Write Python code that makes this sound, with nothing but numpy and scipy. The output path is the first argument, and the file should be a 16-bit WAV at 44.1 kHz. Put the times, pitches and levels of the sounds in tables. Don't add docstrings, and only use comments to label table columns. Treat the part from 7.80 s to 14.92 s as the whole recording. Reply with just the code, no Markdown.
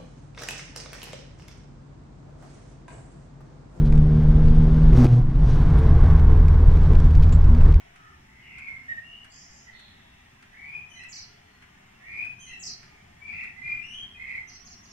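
import sys
import numpy as np
from scipy import signal
from scipy.fft import rfft, irfft
from scipy.io import wavfile
from scipy.ndimage import uniform_filter1d

SR = 44100
rng = np.random.default_rng(int(sys.argv[2]) if len(sys.argv) > 2 else 0)


def log_audio(samples):
    frames = np.atleast_2d(samples).T
    limited = np.clip(frames, -1, 1)
    pcm = np.round(limited * 32767).astype(np.int16)
    wavfile.write(sys.argv[1], SR, pcm)


N = 313992


def gain_of(db):
    return 10 ** (np.asarray(db) / 20)


def evened(x):
    return x / np.sqrt(np.mean(x ** 2) + 1e-20)


def read(points, hz):
    f, value = np.transpose(points)
    return np.interp(np.log(hz + 1), np.log(f + 1), value)


def add(mix, s, sound):
    part = mix[:, max(round(s * SR), 0):][:, :sound.shape[1]]
    part += sound[:, :part.shape[1]]


def wander(length, size):
    noise = rng.standard_normal(length + SR)
    return evened(uniform_filter1d(uniform_filter1d(noise, size), size))[:length]


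# (frequency [Hz], left-right likeness [0 to 1], lead of the left ear [radians])
EAR_LIKENESS = [(30, .998, 0), (100, .985, .03), (250, .85, .35), (430, .55, 1.6), (690, .8, 2.7),
                (1000, .4, 2.1), (1300, .65, .5), (1800, .45, -1.9), (2500, .3, -2), (3200, .5, .6),
                (4000, .35, 3), (10000, .1, 3)]
# (frequency [Hz], left minus right [dB])
TOWN_SIDE = [(280, 0), (700, 5), (1000, 2.5), (1350, -2.5), (1900, 1), (3000, 0)]


def town(spectrum, patchy_db):
    hz = np.fft.rfftfreq(4096, 1 / SR)
    a, b, c, d, patches = rng.standard_normal((5, N // 1024 + 5, len(hz)))
    patches = uniform_filter1d(patches, size=12, axis=0)
    patches = evened(uniform_filter1d(patches, size=3, axis=1))

    at, likeness, lead = np.transpose(EAR_LIKENESS)
    same = np.interp(hz, at, likeness)
    left = a + 1j * b
    shared = left * np.exp(-1j * np.interp(hz, at, lead))
    right = same * shared + np.sqrt(1 - same ** 2) * (c + 1j * d)

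    side = gain_of(read(TOWN_SIDE, hz) / 2)
    frames = np.array([left * side, right / side])
    frames *= gain_of(read(spectrum, hz) + patchy_db * patches)
    noise = signal.istft(frames.transpose(0, 2, 1), nperseg=4096, noverlap=3072)[1]
    return evened(noise[:, :N])


# (frequency [Hz], relative density [dB per Hz])
HUM_SPECTRUM = [(20, -2), (37, -11), (65, -0.5), (113, -1), (140, -4.5), (168, -5), (233, -5.5), (330, -16),
                (380, -10.5), (460, -19.5), (680, -33.5), (1100, -100)]
# (time [s], level change [dB])
HUM_LEVEL = [(0, 0), (2.4, -1), (4.1, -1), (4.45, 1), (5.8, 1), (7.12, -.5)]


def town_hum(level_db=-58):
    s, change_db = np.transpose(HUM_LEVEL)
    drift_db = np.interp(np.arange(N) / SR, s, change_db)
    return gain_of(level_db + drift_db) * town(HUM_SPECTRUM, patchy_db=2.5)


# (frequency [Hz], relative density [dB per Hz])
AIR_SPECTRUM = [(300, -46), (520, -14.5), (700, 1), (1050, -5.5), (1300, -5.5), (1480, -7.5), (1850, 1),
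                (2500, -4.5), (2800, -5), (4500, -19), (5400, -14.5), (7200, -19.5), (10000, -26.5),
                (15500, -30.5)]


def town_air(level_db=-57):
    return gain_of(level_db) * town(AIR_SPECTRUM, patchy_db=3.0)


# (time [s], snap level before its trim [dB], knock level [dB])
TICK_HITS = [(0.1588, -52, -54), (0.7826, -47.5, -52.5), (1.444, -48, -51.5), (1.994, -50.5, -54.5),
             (2.625, -52.5, -52.5), (3.2354, -48, -53), (3.8218, -55.5, -51), (4.446, -53, -54.5),
             (5.0296, -55, -52.5), (5.636, -52, -50), (6.2303, -56, -60)]


def ticks(snap_trim_db=-9, snap_t60=0.083, knock_hz=1550, knock_t60=0.22):
    out, t = np.zeros((2, N)), np.arange(SR // 6) / SR
    bright = signal.butter(4, [2000, 9800], "bandpass", fs=SR, output="sos")
    hollow = signal.butter(2, [knock_hz / 1.24, knock_hz * 1.53], "bandpass", fs=SR, output="sos")
    for s, snap_db, knock_db in TICK_HITS:
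        snap = evened(signal.sosfilt(bright, rng.standard_normal((2, len(t)))))
        knock = evened(signal.sosfilt(hollow, rng.standard_normal((2, len(t)))))
        tick = snap * gain_of(snap_db + snap_trim_db - 60 * t / snap_t60)
        tick += knock * gain_of(knock_db - 60 * t / knock_t60)
        add(out, s, tick * (1 - np.exp(-t / 0.00024)))
    return out


# (delay [s], level re the note [dB])
WALL_ECHOES = [(0, -11.5), (.038, -16.5), (.069, -13.5)]
# (delay [s], relative level [dB])
SCATTER_SHAPE = [(0, 1), (.03, -5.5), (.07, -1.5), (.095, -9.5), (.15, -15), (.3, -33.5), (.8, -56)]


def garden(note, scatter_db, ahead=0.0733, lead_ms=.36, leaves_hz=6200, leaves_t60=1.0):
    t = np.arange(int(.8 * SR)) / SR
    taps = rng.standard_normal((2, len(t))) * (rng.random((2, len(t))) < 2500 / SR)
    from_bird = np.roll(taps[0], round(lead_ms * SR / 1000))
    taps[1] = ahead * from_bird + np.sqrt(1 - ahead ** 2) * taps[1]
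    dull = signal.sosfiltfilt(signal.butter(4, leaves_hz, fs=SR, output="sos"), taps)
    taps = dull + (taps - dull) * gain_of(-60 * t / leaves_t60)

    delay, db = np.transpose(SCATTER_SHAPE)
    heard = signal.fftconvolve(note[None], taps * gain_of(np.interp(t, delay, db)), axes=1)
    heard *= gain_of(scatter_db) * np.linalg.norm(note) / np.linalg.norm(heard, axis=1, keepdims=True)
    for s, wall_db in WALL_ECHOES:
        echo = gain_of(wall_db) * note[None]
        add(heard[:1], s, echo)
        add(heard[1:], s + lead_ms / 1000, echo)
    return heard


def syrinx(hz, db, overtones_db, jitter):
    phase = 2 * np.pi * np.cumsum(hz * (1 + jitter * wander(len(hz), size=130))) / SR
    tone = np.sin(phase)
    for harmonic, overtone_db in enumerate(overtones_db, 2):
        tone = tone + gain_of(overtone_db) * np.sin(harmonic * phase)
    soft_ends = signal.windows.tukey(len(hz), min(300 / len(hz), 1))
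    return np.sqrt(2) * gain_of(db) * tone * soft_ends


def swell(u, crest, curve=1.64, onset_db=17, fade_db=4.5):
    crest = np.clip(crest, .05, .97)
    rise = np.maximum(1 - u / crest, 0)
    fall = np.maximum((u - crest) / (1 - crest), 0)
    return -onset_db * rise ** curve - fade_db * fall ** 2


def slur(s, length, first_hz, last_hz, db, crest, first_depth=0, last_depth=0, scoop=0.0376):
    t = np.arange(0, length, 1 / SR)
    u = t / length
    hz = last_hz + (first_hz - last_hz) * (1 - u) ** 1.6
    hz *= 1 - scoop * np.exp(-t / 0.0115) - 0.034 * np.exp((t - length) / 0.012)
    turned = (1 + np.tanh((u - 0.561) / 0.14)) / 2
    return s, hz, db + swell(u, crest), first_depth + (last_depth - first_depth) * turned


def even_warbles(rows, crest):
    return [slur(*note, crest, depth, depth) for *note, depth in rows]


def warbles(notes, rate_hz, chop, overtones_db, jitter, scatter_db, strain_db=5, strain_hz=120):
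    out = np.zeros((2, N))
    for s, hz, db, depth in notes:
        swing = 2 * np.pi * np.cumsum(rate_hz * (1 + 0.0732 * wander(len(hz), size=900))) / SR
        valve = evened(1 - chop * (1 + np.sin(swing)) / 2)
        strain = strain_db * np.tanh(abs(depth) / strain_hz)
        strained_db = [d + strain for d in overtones_db]
        note = valve * syrinx(hz - depth * np.cos(swing), db, strained_db, jitter)
        add(out, s, garden(note, scatter_db))
    return out


# (time [s], length [s], first pitch [Hz], last pitch [Hz], level [dB], warble depth [Hz])
FAR_CALLS = [ (.08, 0.1875, 1360, 1295, -55, 74), (.19, 0.094, 1790, 1850, -58, 55),
             (.43, .32, 2040, 2150, -51.5, 90), (3.27, 0.079, 2310, 2275, -53.5, 20),
             (3.61, .15, 4160, 4330, -71, 60), (5.06, 0.088, 2250, 2325, -58.5, 43)]


def far_birds():
    notes = even_warbles(FAR_CALLS, crest=0.99)
    return warbles(notes, rate_hz=34, chop=.1, overtones_db=[], jitter=0.0112, scatter_db=2.5)


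# (time [s], length [s], first pitch [Hz], last pitch [Hz], level [dB], sweep depth [Hz])
BUZZ_NOTES = [ (1.49, 0.18, 7400, 6030, -53.5, 624), (1.492, 0.14, 4690, 5300, -52.5, 320),
              (1.685, 0.14, 7070, 6400, -56.5, 716), (1.68, 0.12, 4910, 5230, -57.5, 280),
              (1.915, .17, 4009, 3723, -54, 447), (2.07, 0.36, 3580, 3541, -65.5, 250)]


def buzzes():
    notes = even_warbles(BUZZ_NOTES, crest=0.22)
    return gain_of(1.5) * warbles(notes, rate_hz=56, chop=0.71, overtones_db=[-44],
                                  jitter=0.0077, scatter_db=-2.0)


TRILL_HZ = 113
DIVE_TO_HZ = 3800


def stroke(s, length, from_hz, top_hz, to_hz, db, trill_depth_hz, start_db, end_db):
    snap_s, dive_s, attack_s = .004, .021, 0.0048
    t = np.arange(0, length, 1 / SR)
    dive = np.maximum(1 - (length - t) / dive_s, 0)
    hz = top_hz + (from_hz - top_hz) * np.exp(-t / snap_s) + (to_hz - top_hz) * dive ** 1.1
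    level_db = db + start_db * np.exp(-t / attack_s) + end_db * dive
    return s, hz, level_db, trill_depth_hz * (1 - dive) ** 2


# (time [s], hook pitch [Hz], held pitch [Hz], level [dB])
SEE_SAWS = [(6.671, 6240, 5760, -43), (6.845, 6630, 5685, -44), (7.027, 6650, 5510, -50)]


def twitter_strokes():
    for s, hook_hz, held_hz, db in SEE_SAWS:
        yield stroke(s, .036, .83 * hook_hz, hook_hz, DIVE_TO_HZ, db,
                     trill_depth_hz=70, start_db=-11, end_db=-5)
        yield stroke(s + .058, .054, 3300, held_hz, held_hz, db - 4.5,
                     trill_depth_hz=0, start_db=-11, end_db=-5)


def twitter():
    return gain_of(1.1) * warbles(twitter_strokes(), TRILL_HZ, chop=0, overtones_db=[-40],
                                  jitter=0.0023, scatter_db=-2.5)


# (time [s], top pitch [Hz], bottom of the dive [Hz], level [dB])
SQUEAL_DIVES = [(3.284, 7080, 4070, -46), (4.792, 7160, 4360, -42)]


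def squeal_strokes(squeal_s=.05, rebound_s=.04):
    for s, top_hz, bottom_hz, db in SQUEAL_DIVES:
        yield stroke(s, squeal_s, top_hz, top_hz, bottom_hz, db,
                     trill_depth_hz=585, start_db=0, end_db=12.5)
        yield stroke(s + squeal_s, rebound_s, bottom_hz, 5980, DIVE_TO_HZ, db + 5.5,
                     trill_depth_hz=0, start_db=-11.0, end_db=2)


def squeals():
    return gain_of(1.0) * warbles(squeal_strokes(), TRILL_HZ, chop=0, overtones_db=[-33],
                                  jitter=0.0087, scatter_db=-2.5)


# (time [s], length [s], first pitch [Hz], last pitch [Hz],
# level [dB], first second-harmonic level [dB re the tone], last second-harmonic level [dB re the tone])
SQUEAK_NOTES = [ (3.087, .09, 3290, 2920, -52.5, 5.5, -13), (3.148, 0.0645, 2184, 1961, -43.5, -6, -25),
                (3.186, 0.0443, 2704, 2670, -43.5, -28, -13), (4.588, 0.097, 3337, 2950, -50, 7, -10),
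                (4.653, 0.0674, 2225, 1919, -45, -4, -23), (4.685, 0.0507, 2814, 2743, -41.5, -13, -35),
                (5.997, 0.15, 2587, 3028, -42, -21.5, -11), (6.118, 0.087, 3184, 3235, -38.5, -20, -33)]


def squeaks(third_db=-11):
    out = np.zeros((2, N))
    for *note, first_db, last_db in SQUEAK_NOTES:
        s, hz, db, _ = slur(*note, crest=0.3, scoop=0.1205)
        second_db = np.linspace(first_db, last_db, len(hz))
        squeak = syrinx(hz, db, [second_db, second_db + third_db], jitter=0.014)
        add(out, s, garden(squeak, scatter_db=0))
    return out


# (time [s], length [s], first pitch [Hz], last pitch [Hz],
# level [dB], crest [share of length], first warble depth [Hz], last warble depth [Hz])
FLUTE_NOTES = [ (0.618, 0.34, 2709, 2117, -39, 0.71, 315, 10),
               (1.078, 0.071, 1890, 1857, -34, 0.18, 13, 58), (1.216, .17, 2702, 2930, -45.5, 0.37, 58, 84),
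               (1.859, 0.043, 1950, 2000, -43, 0.42, 60, 96), (2.715, 0.24, 1804, 2502, -35.5, 1, 190, 2),
               (4.2, .265, 1880, 2532, -34.5, 0.8, 224, 2.5),
               (5.394, .135, 2263, 2390, -36.5, 0.46, 8.1, 147),
               (5.512, 0.14, 2356, 2284, -37, 0.13, 303, 360),
               (5.744, 0.21, 2033, 2100, -40.5, 0.16, 10, 30),
               (5.817, 0.11, 2367, 2454, -32.5, 0.32, 3.9, 3),
               (6.341, 0.033, 2576, 2503, -41.5, 0.69, 3, 3.5),
               (6.365, 0.072, 2020, 2149, -36.5, 0.64, 5, 120),
               (6.434, 0.14, 2392, 2060, -35, 0.49, 324, 8)]


def flutes():
    notes = [slur(*row) for row in FLUTE_NOTES]
    return gain_of(1.5) * warbles(notes, rate_hz=45, chop=0.16, overtones_db=[-36, -52, -50],
                                  jitter=0.0058, scatter_db=-3.0)


# (frequency [Hz], left minus right [dB])
SONG_LEAN = [(1300, -1), (1860, -3), (2100, -6), (2300, 5.5), (2470, 3), (2750, 4), (3200, 1.5),
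             (5000, -3.5), (8000, 3.5)]


def blackbird():
    song = flutes() + squeaks() + squeals() + twitter() + buzzes()
    side_db = read(SONG_LEAN, np.fft.rfftfreq(2 * N, 1 / SR))
    ears = gain_of(side_db * np.array([[.5], [-.5]]))
    ears /= np.sqrt((ears ** 2).mean(0))
    return irfft(rfft(song, 2 * N) * ears, 2 * N)[:, :N]


def scene():
    return town_hum() + town_air() + ticks() + far_birds() + blackbird()


def record(dry, open_db=-37, knee_db=3, max_lift_db=9, edge_hz=15720):
    power = uniform_filter1d((dry ** 2).mean(0), size=1500)
    power_db = 10 * np.log10(abs(power) + 1e-12)
    opened = 1 / (1 + 2 * np.exp((open_db - power_db) / knee_db))
    lift_db = max_lift_db * uniform_filter1d(opened, size=1500)
    edge = signal.firwin(1023, edge_hz, window=("kaiser", 9), fs=SR)
    return signal.oaconvolve(dry * gain_of(lift_db), edge[None], "same")


dry = scene()
out = record(dry)
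log_audio(out)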